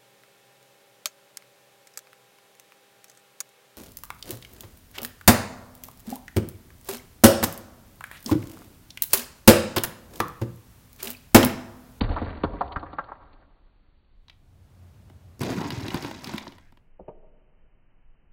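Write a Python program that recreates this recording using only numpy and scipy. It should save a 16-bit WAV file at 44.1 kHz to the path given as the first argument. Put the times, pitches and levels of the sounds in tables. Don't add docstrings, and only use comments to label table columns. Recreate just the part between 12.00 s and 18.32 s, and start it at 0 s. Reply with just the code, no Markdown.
import sys
import numpy as np
from scipy import signal
from scipy.fft import rfft, irfft
from scipy.io import wavfile
from scipy.ndimage import map_coordinates

SR = 44100
rng = np.random.default_rng(int(sys.argv[2]) if len(sys.argv) > 2 else 0)


def file_out(sig):
    cols = np.atleast_2d(sig).T
    lim = np.clip(cols, -1, 1)
    pcm = np.round(lim * 32767).astype(np.int16)
    wavfile.write(sys.argv[1], SR, pcm)


N = 278712

# start t/s, speed/(normal speed).
SPEED_STAGES = [(0, .294), (2.15, 1), (4.8, .196)]
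STAGE_STARTS, STAGE_SPEEDS = np.transpose(SPEED_STAGES)
HEARD_TIME = np.arange(N) / SR
SPEED = STAGE_SPEEDS[np.searchsorted(STAGE_STARTS, HEARD_TIME, side="right") - 1]
BOARD_TIME = np.cumsum(SPEED) / SR
BOARD_SAMPLES = int(BOARD_TIME[-1] * SR) + SR // 10
AGE = np.arange(int(.09 * SR)) / SR
TOP_HZ = 15800


def knocks(graze_db=-12, edge_trim_db=-2.5, board_trim_db=-1.5):
    # t/s, click level/dB, click f/Hz,
    # then edge, torso and board level/dB relative to the click, before the trims
    collisions = [(0.008, -32, 3320, 1, 10.5, 10.5), (0.034, -48, 2700, 3.5, 2, 15.5),
                  (0.091, -42.5, 2750, -7.5, 7, 16.5), (0.109, -41.5, 2670, -24, 1.5, 9),
                  (0.162, -29, 3420, -24.5, -17, -16), (0.173, -34, 3370, -24.5, -19.5, -9),
                  (0.214, -34.5, 2860, -21, 7.5, 1.5), (0.256, -44.5, 3050, -11.5, -0.5, 8.5),
                  (0.37, -51.5, 3510, -5.5, -2, 1), (0.434, -26.5, 3400, -12.5, 6, -30.5),
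                  (0.439, -30.5, 3270, -19, -1.5, 4), (0.533, -47.5, 2580, -23, 10.5, 4),
                  (0.608, -22, 3010, -28.5, -18.5, -29), (0.6766, -59, 2980, 2.5, -3, 6.5),
                  (0.719, -45, 3280, -0.5, -16.5, -7.5), (0.759, -28.5, 4300, -27.5, -9, -0.5),
                  (0.794, -49, 2930, -7.5, -9.5, -11), (0.827, -37.5, 3300, -26, -1, -23),
                  (0.929, -42, 3630, -14.5, -3.5, -20.5), (0.984, -26.5, 3800, -29.5, -20, -41),
                  (1.039, -59.5, 3300, 0, -3, 10), (1.09, -50, 4430, -34, -2.5, -20),
                  (1.117, -37, 3440, -54, -26, -19), (1.329, -63.5, 3150, 1, 5, -10),
                  (2.282, -52, 3690, -23.5, -7, -21), (2.297, -46.5, 3260, -22, -13, -21),
                  (3.098, -62, 3300, -2, 9, 15), (3.393, -54, 4720, 6.5, 0, 14),
                  (3.416, -44, 4770, 7, -17.5, 10.5), (3.432, -35.5, 3550, -3, -1, 4.5),
                  (3.518, -42, 2970, -8, 5.5, 16.5), (3.581, -44.5, 3270, -5.5, 8, -0.5),
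                  (3.613, -41.5, 3200, -10.5, 3, 20.5), (3.704, -31.5, 3300, -10, -5, -21),
                  (3.72, -39, 3900, -16.5, -6.5, 9), (3.881, -34, 3400, -11, -8, 8),
                  (3.904, -35, 3130, -16, -11, -27), (3.943, -34, 3460, -3.5, 4, 15),
                  (3.967, -50, 3320, -11, 16.5, 9.5), (4.024, -39.5, 3700, -4, -25, 9.5),
                  (4.046, -38, 3220, -11.5, 4, 13.5), (4.111, -43.5, 2730, -6, 9, 4),
                  (4.146, -42.5, 3440, -19, -5, -26), (4.243, -36.5, 4500, -5.5, -9, -6.5),
                  (4.271, -38, 3550, -11, -48, 2), (4.293, -41.5, 4570, -10, 4, -20),
                  (4.336, -44.5, 2960, -1.5, 8, 19.5), (4.38, -30.5, 3200, -12, -9.5, -19),
                  (4.468, -49, 2920, -16, 11.5, 7), (4.478, -43.5, 4350, -35, -25, 8),
                  (4.521, -50.5, 3260, -11, -4, 2), (4.582, -55.5, 3200, -8, 3.5, -8),
                  (4.722, -67.5, 3240, -0.5, 11, 16), (4.772, -60, 2840, -13, 1, 2.5),
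                  (4.993, -45, 3020, -45, -5.5, -5), (5.079, -38.5, 3020, -25.5, -11, -22)]
    out = np.zeros(BOARD_SAMPLES)
    for s, db, hz, edge_db, torso_db, board_db in collisions:
        ring_db = 8.5 + .25 * edge_db
        graze = undb(graze_db) * click(hz, ring_db) + undb(edge_db + edge_trim_db) * edge_tick()
        blow = click(hz, ring_db)
        response = undb(torso_db) * torso_knock() + undb(board_db + board_trim_db) * board_thump()
        add_impact(out, s, undb(db) * (graze + delay(blow, .0007) + delay(response, .001)))
    return out


def click(hz, ring_db, detune=.022, board_echo_s=.0015, wall_echo_s=.0028):
    # f/Hz, level/dB
    limb_modes = [(1950, 1), (2350, -2), (2600, -12.5), (2900, -5), (3700, -4), (3900, -7), (4650, -1),
                  (5000, -6), (5400, -3.5), (6200, -2), (7200, -12.5)]
    cycles = AGE * hz
    contact = unit(cycles ** 3 * np.exp(-cycles / .3) * np.sin(2 * np.pi * cycles))
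    early = contact + undb(-8) * delay(contact, board_echo_s) + undb(-12) * delay(contact, wall_echo_s)
    force = unit(cycles * np.exp(-cycles / .45) * np.sin(2 * np.pi * cycles))
    scatter = unit(noise_burst(t60=.026))
    limbs = modal_ring(limb_modes, t60=.021, detune=detune)
    ringing = signal.fftconvolve(force, limbs + scatter)[:len(AGE)]
    return unit(early + undb(ring_db) * unit(delay(ringing, board_echo_s / 2)))


def edge_tick(rise_s=.0004):
    snap = noise_burst(t60=.012) * (1 - np.exp(-AGE / rise_s))
    return unit(band(snap, 6000, 15500))


def torso_knock(t60=.02, rattle_db=-3):
    # f/Hz, level/dB
    torso_modes = [(540, -2), (690, -1.5), (840, 0.5), (985, 5.5), (1130, -8), (1450, -6.5), (1660, -4)]
    rattle = unit(band(noise_burst(t60), 320, 2200))
    hollow = modal_ring(torso_modes, t60, detune=.036)
    return unit(band(hollow + undb(rattle_db) * rattle, 480, 2100, order=3))


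def board_thump():
    # f/Hz, level/dB
    board_modes = [(88, -8), (120, -4.5), (175, -4), (235, 2.5), (295, 0.5), (375, -2)]
    return unit(band(modal_ring(board_modes, t60=.045, detune=.066), 78, 600))


def clatter(centre_hz=3200, pitch_spread=.34, count=16):
    surge_db = flurries()
    click_db = toppling() + surge_db
    body_db = toppling(sag_ratio=1.8) + surge_db
    board_db = toppling(sag_ratio=3.13, on_board=True) + surge_db
    pitches = centre_hz * np.exp(pitch_spread * np.linspace(-2, 2, count))
    clicks = [click(hz, ring_db=-1.5, detune=.039) for hz in pitches]
    ticks = [edge_tick() for _ in range(count)]
    return (shower(clicks, click_db - 3, per_s=1000, spread_db=2.5)
            + shower(ticks, body_db - 15, per_s=850, spread_db=3.6)
            + shower([torso_knock() for _ in range(count)], body_db - 1.1, per_s=700, spread_db=2.0)
            + shower([board_thump() for _ in range(count)], board_db - 3.5, per_s=590, spread_db=1.5))


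def toppling(sag_ratio=1, on_board=False):
    # start t/s, end t/s, level/dB, extra level on the board/dB, sag of the clicks/(dB/s)
    waves = [(0.0, 0.18, -39, 10.5, 27.5), (0.439, 0.967, -48.5, 10, 28), (3.402, 4.17, -41.5, 13, 5),
             (3.859, 4.064, -42, 6.5, 5.5), (4.23, 4.386, -44, 5, 5.5)]
    levels = [db + on_board * weight_db
              + envelope_db(start, end, attack_s=.0021, sag_db_per_s=sag_ratio * sag, fall_db_per_s=104.5)
              for start, end, db, weight_db, sag in waves]
    return np.max(levels, axis=0)


def flurries(per_s=55, spread_db=2.1):
    knots = rng.standard_normal(int(BOARD_SAMPLES / SR * per_s) + 2)
    return spread_db * np.interp(np.arange(BOARD_SAMPLES) / SR * per_s, np.arange(len(knots)), knots)


def thuds(rise_s=.0058):
    # t/s, level/dB, f/Hz
    heavy_blows = [(0.018, -24, 115), (0.085, -24, 130.7), (0.498, -29.5, 150), (3.408, -23.5, 121),
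                   (3.504, -27.5, 111), (3.574, -22.5, 180), (3.726, -24.5, 120), (3.774, -24.5, 112),
                   (3.829, -27, 99.5), (3.947, -24, 132), (4.336, -29.5, 293.4)]
    out = np.zeros(BOARD_SAMPLES)
    for s, db, hz in heavy_blows:
        rocking = unit(AGE * np.exp(-AGE / rise_s) * np.sin(2 * np.pi * hz * AGE))
        add_impact(out, s, undb(db) * rocking)
    return band(out, 67, 900)


def scrape(band_ratio=1.21, count=4):
    # start t/s, end t/s, level/dB, resonance f/Hz
    slides = [(3.431, 3.508, -38, 578), (3.572, 3.645, -37.5, 930), (4.606, 4.688, -69, 1850)]
    out = 0
    for start, end, db, hz in slides:
        slips = [unit(band(noise_burst(t60=.033), hz / band_ratio, hz * band_ratio)) for _ in range(count)]
        level_db = db + envelope_db(start, end, attack_s=.021, sag_db_per_s=0, fall_db_per_s=235)
        out = out + shower(slips, level_db, per_s=590, spread_db=2.5)
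    return out


def reverberation(x, wet_db=-17.5, ceiling_s=.029):
    t = np.arange(SR // 2) / SR
    low, high, patch = rng.standard_normal((3, len(t)))
    tail = band(low, 77, 3700) * decay(t, t60=.36)
    tail += undb(-8) * band(high, 7900, 17000) * decay(t, t60=.32)
    tail = unit(tail * np.minimum(t / .0073, 1))
    ceiling = unit(band(patch, 300, 6600) * (t > ceiling_s) * decay(np.abs(t - ceiling_s), t60=.032))
    return undb(wet_db) * signal.fftconvolve(x, tail + undb(-5) * ceiling)[:BOARD_SAMPLES]


def room_noise():
    # f/Hz, spectral density level/dB
    spectrum = [(15, -112), (30, -96), (50, -81.5), (90, -71), (140, -81.5), (220, -88), (420, -99),
                (650, -98.5), (950, -103), (1800, -109), (3500, -113), (7000, -117), (15000, -120)]
    # start t/s, end t/s
    crossfades = [(2.149, 2.844), (4.05, 4.94)]
    stage_db = [-1, 4.5, .5]
    hz, db = np.transpose(spectrum)
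    arrived = [1] + [np.interp(HEARD_TIME, span, [0, 1]) for span in crossfades] + [0]
    out = 0
    for k, speed in enumerate(STAGE_SPEEDS):
        room_hz = np.maximum(np.fft.rfftfreq(N, 1 / SR), 1) / speed
        colour = undb(np.interp(np.log(room_hz), np.log(hz), db)) * (room_hz < TOP_HZ)
        noise = irfft(rfft(rng.standard_normal(N)) * colour, N) * np.sqrt(SR / 2 / speed)
        out = out + noise * undb(stage_db[k]) * (arrived[k] - arrived[k + 1])
    return out


def modal_ring(modes, t60, detune, uneven_db=3):
    hz, db = np.transpose(modes)[:, :, None]
    tuning, strength, polarity = rng.standard_normal((3, len(modes), 1))
    amplitudes = np.sign(polarity) * undb(db + uneven_db * strength)
    partials = amplitudes * np.sin(2 * np.pi * hz * (1 + detune * tuning) * AGE)
    return unit(np.sum(partials, axis=0) * decay(AGE, t60))


def shower(sounds, level_db, per_s, spread_db):
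    out = 0
    chance = per_s / SR / len(sounds)
    for sound in sounds:
        size = undb(spread_db * np.minimum(rng.exponential(size=BOARD_SAMPLES), 3))
        stream_rms = np.sqrt(np.mean(size ** 2) * per_s / SR)
        blows = (rng.random(BOARD_SAMPLES) < chance) * size / stream_rms
        out = out + signal.fftconvolve(blows * undb(level_db), sound)[:BOARD_SAMPLES]
    return out


def envelope_db(start_s, end_s, attack_s, sag_db_per_s, fall_db_per_s):
    t = np.arange(BOARD_SAMPLES) / SR
    age = t - board_time(start_s)
    after_end = np.maximum(t - board_time(end_s), 0)
    rise = np.clip(age / attack_s, 1e-6, 1)
    return 20 * np.log10(rise) - sag_db_per_s * np.maximum(age - after_end, 0) - fall_db_per_s * after_end


def slow_motion(x, oversample=4):
    fine = signal.resample_poly(band_limit(x), oversample, 1, window=("kaiser", 10))
    return map_coordinates(fine, [BOARD_TIME * SR * oversample], order=3)


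def board_time(s):
    return np.interp(s, HEARD_TIME, BOARD_TIME)


def add_impact(track, s, hit, reference_s=.005):
    start = int(board_time(s) * SR)
    track[start:start + len(hit)] += hit[:BOARD_SAMPLES - start] * np.sqrt(reference_s * SR)


def noise_burst(t60):
    return rng.standard_normal(len(AGE)) * decay(AGE, t60)


def decay(t, t60):
    return np.exp(-np.log(1000) * t / t60)


def delay(x, s):
    return np.pad(x, (int(s * SR), 0))[:len(x)]


def band(x, low_hz, high_hz, order=2):
    return signal.sosfilt(signal.butter(order, [low_hz, high_hz], "band", fs=SR, output="sos"), x)


def band_limit(x):
    return signal.sosfilt(signal.ellip(12, .1, 90, TOP_HZ, fs=SR, output="sos"), x)


def undb(db):
    return 10 ** (np.asarray(db) / 20)


def unit(x):
    return x / np.sqrt(np.sum(x ** 2) + 1e-18)


def scene():
    figures = knocks() + thuds() + clatter() + scrape()
    return (slow_motion(figures + reverberation(figures)) + room_noise())[None]


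def record(dry):
    return band_limit(dry)


dry = scene()
out = record(dry)
file_out(out)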